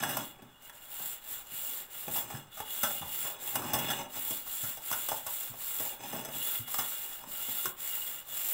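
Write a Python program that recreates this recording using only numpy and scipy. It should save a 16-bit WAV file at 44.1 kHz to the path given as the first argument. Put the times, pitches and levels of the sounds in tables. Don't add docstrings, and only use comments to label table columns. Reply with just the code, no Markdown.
import sys
import numpy as np
from scipy import signal
from scipy.fft import rfft, irfft
from scipy.io import wavfile
from scipy.ndimage import uniform_filter1d

SR = 44100
rng = np.random.default_rng(int(sys.argv[2]) if len(sys.argv) > 2 else 0)


def persist_wave(psi):
    counts = np.round(np.clip(psi, -1, 1) * 32767).astype(np.int16)
    wavfile.write(sys.argv[1], SR, np.atleast_2d(counts).T)


def rack_gain(trim_db):
    fader = np.asarray(trim_db, float)
    return 10 ** (fader / 20)


N = 376173

# t/s, length/s, fizz level/dB, pressure change along stroke/dB
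STROKES = [(-.1, 0.46, -46, 4.5), (.59, 0.14, -43.5, 2), (0.714, 0.11, -37, -2), (0.784, 0.13, -41, -4),
           (0.839, 0.37, -40.5, 12.5), (1.19, 0.13, -41, 0), (1.221, 0.24, -39.5, 3),
           (1.418, 0.12, -39.5, 0), (1.467, 0.43, -39.5, -1.5), (1.87, 0.29, -42, 0), (2.08, 0.2, -32, -9),
           (2.232, 0.24, -47, -9), (2.502, 0.2, -44.5, -9), (2.624, 0.45, -38.5, 3),
           (3.013, 0.37, -37.5, 6), (3.368, 0.3, -39, -3), (3.593, 0.19, -40.5, -2),
           (3.707, 0.39, -42.5, -7), (4.074, 0.39, -38, 8), (4.417, 0.4, -38.5, 2), (4.782, 0.5, -39, -2.5),
           (5.216, 0.35, -38.5, -1), (5.529, 0.47, -38, 2.5), (5.96, 0.33, -44.5, 6),
           (6.269, 0.4, -36.5, 7), (6.639, 0.64, -40.5, -11), (7.2, 0.092, -43, 0), (7.237, 0.52, -38, 8),
           (7.751, 0.52, -39.5, -6.5), (8.23, 0.4, -36.5, 12.5)]
# t/s, wall ring level/dB
GRIP = [(0, 11.5), (.4, 0), (.9, -1.5), (1.5, -1.5), (2.2, -1.5), (2.6, 4.5), (3.2, 1.5), (3.7, 4),
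        (3.92, 13), (4.12, 2.5), (4.3, -2), (4.9, 1), (5.5, -3.5), (6.1, 2.5), (6.8, 3), (7.3, 0), (7.9, 2),
        (8.53, -3.5)]
# f/Hz, level/dB (per Hz)
FIZZ = [(200, -38), (600, -24), (2300, -18.5), (3800, -14), (4400, -17), (5500, -19.5), (6700, -17),
        (7400, -11.5), (9600, -9.5), (12000, -7), (14000, -0.5), (15600, 4.5)]
# f/Hz, width/Hz, level/dB
RIM = [(6760, 330, 19), (7465, 340, 36), (8010, 26, -5), (9600, 98, -46), (11230, 200, -31)]
# f/Hz, width/Hz, level/dB
WALL = [(1370, 70, -9), (2100, 150, -14), (2790, 60, -6), (2860, 62, 0), (2960, 90, -8), (3368, 32, 1),
        (3420, 50, -2), (3500, 90, -5), (3840, 110, -13), (4230, 70, -17)]
# t/s, length/s, grind level/dB, relative counter rumble level/dB, relative bare ring level/dB
SLIDES = [(-.06, 0.37, -44.5, 0, -4.5), (.32, 0.23, -59, 0, -26), (2.105, 0.4, -56.5, -3, -3.5),
          (2.815, 0.18, -47, -7, -2), (3.193, 0.54, -59.5, -11, -6), (3.513, 0.38, -43.5, 0.5, -9.5),
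          (3.784, 0.33, -41, -4.5, -8), (4.103, 0.14, -46, -5, -2), (5.074, 0.15, -48, -11, 3),
          (5.74, 0.31, -59, -15, -13), (5.962, .5, -50.5, -3, -5), (7.202, 0.15, -58, 3, 0)]
# f/Hz, level/dB (per Hz)
GRIND = [(180, -22.5), (300, -51), (331, -23), (415, -4.5), (747, 15.5), (1160, -2), (1640, 6.5),
         (2070, -4), (2600, 7.5), (3380, -54), (5720, -120)]
# f/Hz, width/Hz, level/dB
BASE = [(335, 14, -3), (560, 30, -3), (650, 50, -3), (750, 50, -3), (830, 40, -3), (935, 40, 2),
        (1092, 36, -3), (1308, 34, -2), (1659, 28, 0), (420, 40, -6)]
# f/Hz, width/Hz, level/dB
BARE = [(5227, 60, 0), (5130, 140, -4), (5880, 90, -7), (6160, 90, -1), (7650, 170, 1), (8350, 90, 1),
        (8480, 100, -2)]
# f/Hz, width/Hz, level/dB
COUNTER = [(121, 24, -4), (167, 26, -1), (200, 30, -3), (250, 50, -3), (300, 60, -6)]
# t/s, peak level/dB, struck spot f/Hz, rattle length/s
CLACKS = [(0.091, -33.5, 1610, 0.048), (0.169, -28, 930, 0.0094), (.621, -53.5, 640, 0.014),
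          (2.158, -35, 910, 0.051), (2.57, -44, 1210, 0.045), (2.832, -24.5, 1320, 0.019),
          (3.555, -23.5, 1040, 0.0067), (3.734, -25, 900, 0.024), (3.787, -31, 950, 0.017),
          (3.902, -30, 1660, 0.023), (4.165, -40.5, 764, .014), (4.307, -30.5, 594, 0.0078),
          (4.465, -44, 1170, 0.013), (4.638, -37.5, 1430, .016), (4.772, -41.5, 725, 0.017),
          (4.914, -26, 960, 0.0038), (4.927, -30, 1370, 0.016), (5.087, -27, 940, 0.0067),
          (5.265, -33.5, 980, 0.016), (5.8, -33, 570, 0.011), (6.249, -35.5, 726, 0.0091),
          (6.68, -41.5, 1110, 0.015), (6.742, -27.5, 1110, 0.0045), (6.786, -28, 1030, 0.018),
          (6.918, -43, 1400, .012), (7.487, -38, 555, 0.0067), (7.656, -26.5, 1400, 0.0074)]
# t/s, peak level/dB, struck spot f/Hz, rattle length/s
KNOCKS = [(.026, -28.5, 870, 0.021), (0.035, -22.5, 1560, 0.0096), (0.421, -47, 617, .014),
          (.696, -36.5, 1720, 0.0046), (1.0, -38, 826, 0.0045), (2.08, -29, 595, 0.0079),
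          (2.303, -37, 920, .018), (2.348, -37, 1700, 0.0085), (2.602, -28, 850, 0.0072),
          (3.019, -38.5, 920, 0.048), (3.248, -37, 1020, 0.059), (3.62, -35, 1040, 0.036),
          (5.117, -27, 920, 0.01), (5.537, -40, 657, .012), (6.13, -33.5, 660, 0.025),
          (6.19, -37.5, 690, 0.018), (6.286, -33, 730, 0.0072), (6.468, -36.5, 560, 0.011),
          (7.238, -37.5, 1000, 0.0051)]
# t/s, peak level/dB, thump f/Hz
THUMPS = [(.183, -42, 182), (.423, -44.5, 170), (1.004, -48, 155), (1.52, -50.5, 156), (2.075, -40, 162),
          (2.09, -47.5, 82), (2.146, -44, 170), (2.339, -34, 132), (2.83, -40.5, 194), (3.011, -38.5, 148),
          (3.031, -43.5, 82), (3.553, -43, 173), (3.659, -36, 145), (3.787, -37, 152), (4.168, -50, 280),
          (4.307, -44.5, 173), (4.632, -40.5, 114), (5.498, -45.5, 116), (5.797, -48, 252),
          (6.14, -35.5, 165), (6.355, -43, 158), (6.594, -40.5, 108), (6.786, -54, 183),
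          (7.271, -47.5, 177), (7.483, -45.5, 234), (7.652, -40.5, 342)]
# f/Hz, t60/s
KITCHEN = [(150, 0.39), (1000, 0.34), (4000, 0.059), (15000, 0.2)]
# f/Hz, level/dB (per Hz)
HUSH = [(12, -3), (20, 4), (45, -10.5), (101, -13.5), (283, -18.5), (442, -22), (1470, -12.5), (1890, -22),
        (2860, -69), (4600, -35), (15700, -37)]

SPEED_UP_S, SLOW_DOWN_S, WRIST_S = 0.063, 0.085, .035
RESTING_DB = -67
RING_DB, RING_FOLLOWS = -46.5, 0.61
ROCK_DB, ROCK_FOLLOWS = -58, 0.39
ROCK_RUMBLE_DB, ROCK_BARE_DB = -7.5, -10
SLIDE_START_S, SLIDE_STOP_S, SLIDE_DRIFT_DB = 0.041, .1, 1
CLACK_CLASH_DB, KNOCK_CLASH_DB = 4.5, -3.5
THUMP_DYING_S = 0.013
HUSH_DB = -63.5
MIC_LOW_HZ, MIC_TOP_HZ = 68, 15760


def hand_db():
    power = sum(move(*row, SPEED_UP_S, SLOW_DOWN_S) ** 2 for row in STROKES)
    blurred = abs(uniform_filter1d(power, int(WRIST_S * SR)))
    return 10 * np.log10(blurred + rack_gain(RESTING_DB) ** 2)


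def scourer(fizz_db):
    grip_db = np.interp(np.arange(N) / SR, *np.transpose(GRIP))
    ring_db = RING_DB + RING_FOLLOWS * (fizz_db + 39.5) + grip_db
    tips = ticks(per_s=16000, spread_db=2.2, clump_db=1, clump_s=.004) * rack_gain(fizz_db)
    catches = ticks(per_s=3000, spread_db=2.5, clump_db=1.5, clump_s=.01) * rack_gain(ring_db)
    fizz = rack_gain(2.6) * through(tips, colour(FIZZ), (6500, 15700))
    rim = rack_gain(-13) * through(tips, ringing(RIM), (6500, 15700))
    wall = rack_gain(-6.0) * through(catches, ringing(WALL), (2500, 4000))
    brighter_db = 0.17 * fizz_db + 4.0
    air = shifting(fizz + rim, depth_db=1.1, span_hz=1000, span_s=.04, tilt_db=brighter_db)
    return air + shifting(wall, depth_db=2.2, span_hz=300, span_s=.05)


def slide(fizz_db):
    rock = rack_gain(ROCK_DB + ROCK_FOLLOWS * (fizz_db + 34.5))
    push = rock.copy()
    rumble = rock * rack_gain(ROCK_RUMBLE_DB)
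    scrape = rock * rack_gain(ROCK_BARE_DB)
    for start_s, length_s, grind_db, rumble_db, bare_db in SLIDES:
        slid = move(start_s, length_s, grind_db, SLIDE_DRIFT_DB, SLIDE_START_S, SLIDE_STOP_S)
        push += slid
        rumble += slid * rack_gain(rumble_db)
        scrape += slid * rack_gain(bare_db)
    grit = ticks(per_s=1500, spread_db=3.0, clump_db=1.5, clump_s=0.019)
    grind = rack_gain(-5.0) * through(grit * push, colour(GRIND), (400, 2000))
    base = rack_gain(-4.5) * through(grit * push, ringing(BASE), (400, 2000))
    bare = rack_gain(-8.0) * through(grit * scrape, ringing(BARE), (5000, 5450))
    wall = rack_gain(-6.5) * through(grit * scrape, ringing(WALL), (2500, 4000))
    pot = shifting(grind + base + bare + wall, depth_db=2.4, span_hz=200, span_s=.07)
    return pot + rack_gain(-3) * through(grit * rumble, ringing(COUNTER), (90, 350))


def knocks():
    note, blow, clash = np.zeros((3, N + SR))
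    t = np.arange(SR // 8) / SR
    first_touch = 1 + 0.5 * np.exp(-t / 0.014)
    rows = [(*row, CLACK_CLASH_DB) for row in CLACKS] + [(*row, KNOCK_CLASH_DB) for row in KNOCKS]
    for start_s, peak_db, spot_hz, length_s, clash_db in rows:
        at = slice(round(start_s * SR), round(start_s * SR) + len(t))
        rattle = rng.standard_normal(len(t)) * np.exp(-t / np.clip(length_s, .002, .04))
        spot = ringing([(spot_hz, 220, 0)], size=1024)
        spot = spot / np.linalg.norm(spot)
        note[at] += rack_gain(peak_db) * signal.fftconvolve(rattle, spot)[:len(t)]
        blow[at] += rack_gain(peak_db) * rattle
        clash[at] += rack_gain(peak_db + clash_db) * rattle * first_touch
    clash_colour = colour([(2000, -43), (5000, 14.5), (9000, 14.0), (15700, 23)])
    dull = rack_gain(-6) * note[:N] + rack_gain(-14) * through(blow, colour(GRIND), (400, 2000))
    base = rack_gain(-14) * through(blow, ringing(BASE), (400, 2000))
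    bright = rack_gain(-13.5) * through(clash, clash_colour, (4500, 12000))
    bare = rack_gain(-16) * through(clash, ringing(BARE), (4500, 12000))
    wall = rack_gain(-17.5) * through(clash, ringing(WALL), (2500, 4000))
    return dull + base + bright + bare + wall


def thumps():
    note, push = np.zeros((2, N + SR))
    t = np.arange(SR // 4) / SR
    sagging_t = t + 0.0017 * (1 - np.exp(-t / 0.0052))
    for start_s, peak_db, hz in THUMPS:
        at = slice(round(start_s * SR), round(start_s * SR) + len(t))
        swell = rack_gain(peak_db) * (1 - np.exp(-t / 0.001)) * np.exp(-t / THUMP_DYING_S)
        note[at] += swell * np.sin(2 * np.pi * hz * sagging_t)
        push[at] += swell * rng.standard_normal(len(t))
    return rack_gain(1.5) * note[:N] + rack_gain(-6.5) * through(push, ringing(COUNTER), (90, 350))


def kitchen(x):
    taps = np.zeros(SR // 2)
    at = np.arange(200, len(taps) - 20, 20)
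    taps[at + rng.integers(0, 20, len(at))] = rng.choice([-1., 1.], len(at))
    hz, t, z = signal.stft(taps, SR, nperseg=256)
    t60_s = np.maximum(read(KITCHEN, hz), .03)[:, None]
    tail = signal.istft(z * rack_gain(-60 * t / t60_s), SR, nperseg=256)[1]
    return signal.fftconvolve(x, tail / np.linalg.norm(tail))[:N]


def hush():
    hz = np.fft.rfftfreq(N, 1 / SR)
    spectrum = rfft(rng.standard_normal(N)) * rack_gain(read(HUSH, hz))
    return rack_gain(HUSH_DB) * evened(irfft(spectrum, N))


def move(start, length, db, drift_db, rise, fall):
    out = np.zeros(N)
    begin = max(start, 0)
    t = np.arange(begin, min(start + length, N / SR), 1 / SR)[:-1] - start
    ends = (1 - np.exp(-(t / rise) ** 2)) * (1 - np.exp(-((length - t) / fall) ** 2))
    out[round(begin * SR):][:len(t)] = ends * rack_gain(db + drift_db * (t / length - .5))
    return out


def ticks(per_s, spread_db, clump_db, clump_s):
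    size = rack_gain(spread_db * np.minimum(rng.exponential(1, N), 4)) * rng.standard_normal(N)
    span = max(int(clump_s * SR), 1)
    clumps = evened(uniform_filter1d(uniform_filter1d(rng.standard_normal(N), span), span))
    touching = rng.random(N) < per_s / SR
    return evened(size * touching * rack_gain(clump_db * clumps))


def ringing(modes, size=8192):
    t = np.arange(size) / SR
    out = np.zeros(size)
    for k, (hz, width_hz, db) in enumerate(modes):
        decay = width_hz * np.exp(-np.pi * width_hz * t)
        out += (-1) ** k * rack_gain(db) * decay * np.sin(2 * np.pi * hz * t)
    return out


def colour(points, size=4096):
    db = read(points, abs(np.fft.fftfreq(size, 1 / SR)))
    log_gain = np.log(rack_gain(np.maximum(db, -100)))
    return np.fft.ifft(np.exp(np.conj(signal.hilbert(log_gain)))).real[:size // 2]


def through(drive, body, band):
    hz = np.fft.rfftfreq(len(body), 1 / SR)
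    inside = abs(rfft(body))[(hz > band[0]) & (hz < band[1])]
    return signal.oaconvolve(drive, body)[:N] / np.sqrt(2 * np.sum(inside ** 2) / len(body))


def shifting(x, depth_db, span_hz, span_s, tilt_db=0):
    hz, t, z = signal.stft(x, SR, nperseg=512, noverlap=384)
    bins = max(int(span_hz / hz[1]), 1)
    frames = max(int(span_s * SR / 128), 1)
    field = rng.standard_normal(z.shape)
    for _ in range(2):
        field = uniform_filter1d(uniform_filter1d(field, bins, 0), frames, 1)
    octaves = np.log2((hz[:, None] + 500) / 8000)
    tilt = np.interp(t, np.arange(N) / SR, tilt_db * np.ones(N)) * octaves
    return signal.istft(z * rack_gain(depth_db * evened(field) + tilt), SR, nperseg=512, noverlap=384)[1][:N]


def evened(x):
    return x / np.sqrt(np.mean(x ** 2) + 1e-20)


def read(points, hz):
    f, value = np.transpose(points)
    return np.interp(np.log(hz + 1), np.log(f + 1), value)


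def scene():
    fizz_db = hand_db()
    pot = scourer(fizz_db) + slide(fizz_db) + knocks() + thumps()
    pot = signal.sosfilt(signal.butter(4, MIC_LOW_HZ, "high", fs=SR, output="sos"), pot)
    mono = pot + rack_gain(-7.0) * kitchen(pot) + hush()
    return np.array([mono, mono])


def band_limit(x):
    return signal.sosfilt(signal.butter(12, 16990, fs=SR, output="sos"), x)


def record(dry):
    edge = signal.firwin(1023, MIC_TOP_HZ, window=("kaiser", 10), fs=SR)
    mix = signal.oaconvolve(dry, edge[None], "same", axes=1)
    return band_limit(mix)


dry = scene()
out = record(dry)
persist_wave(out)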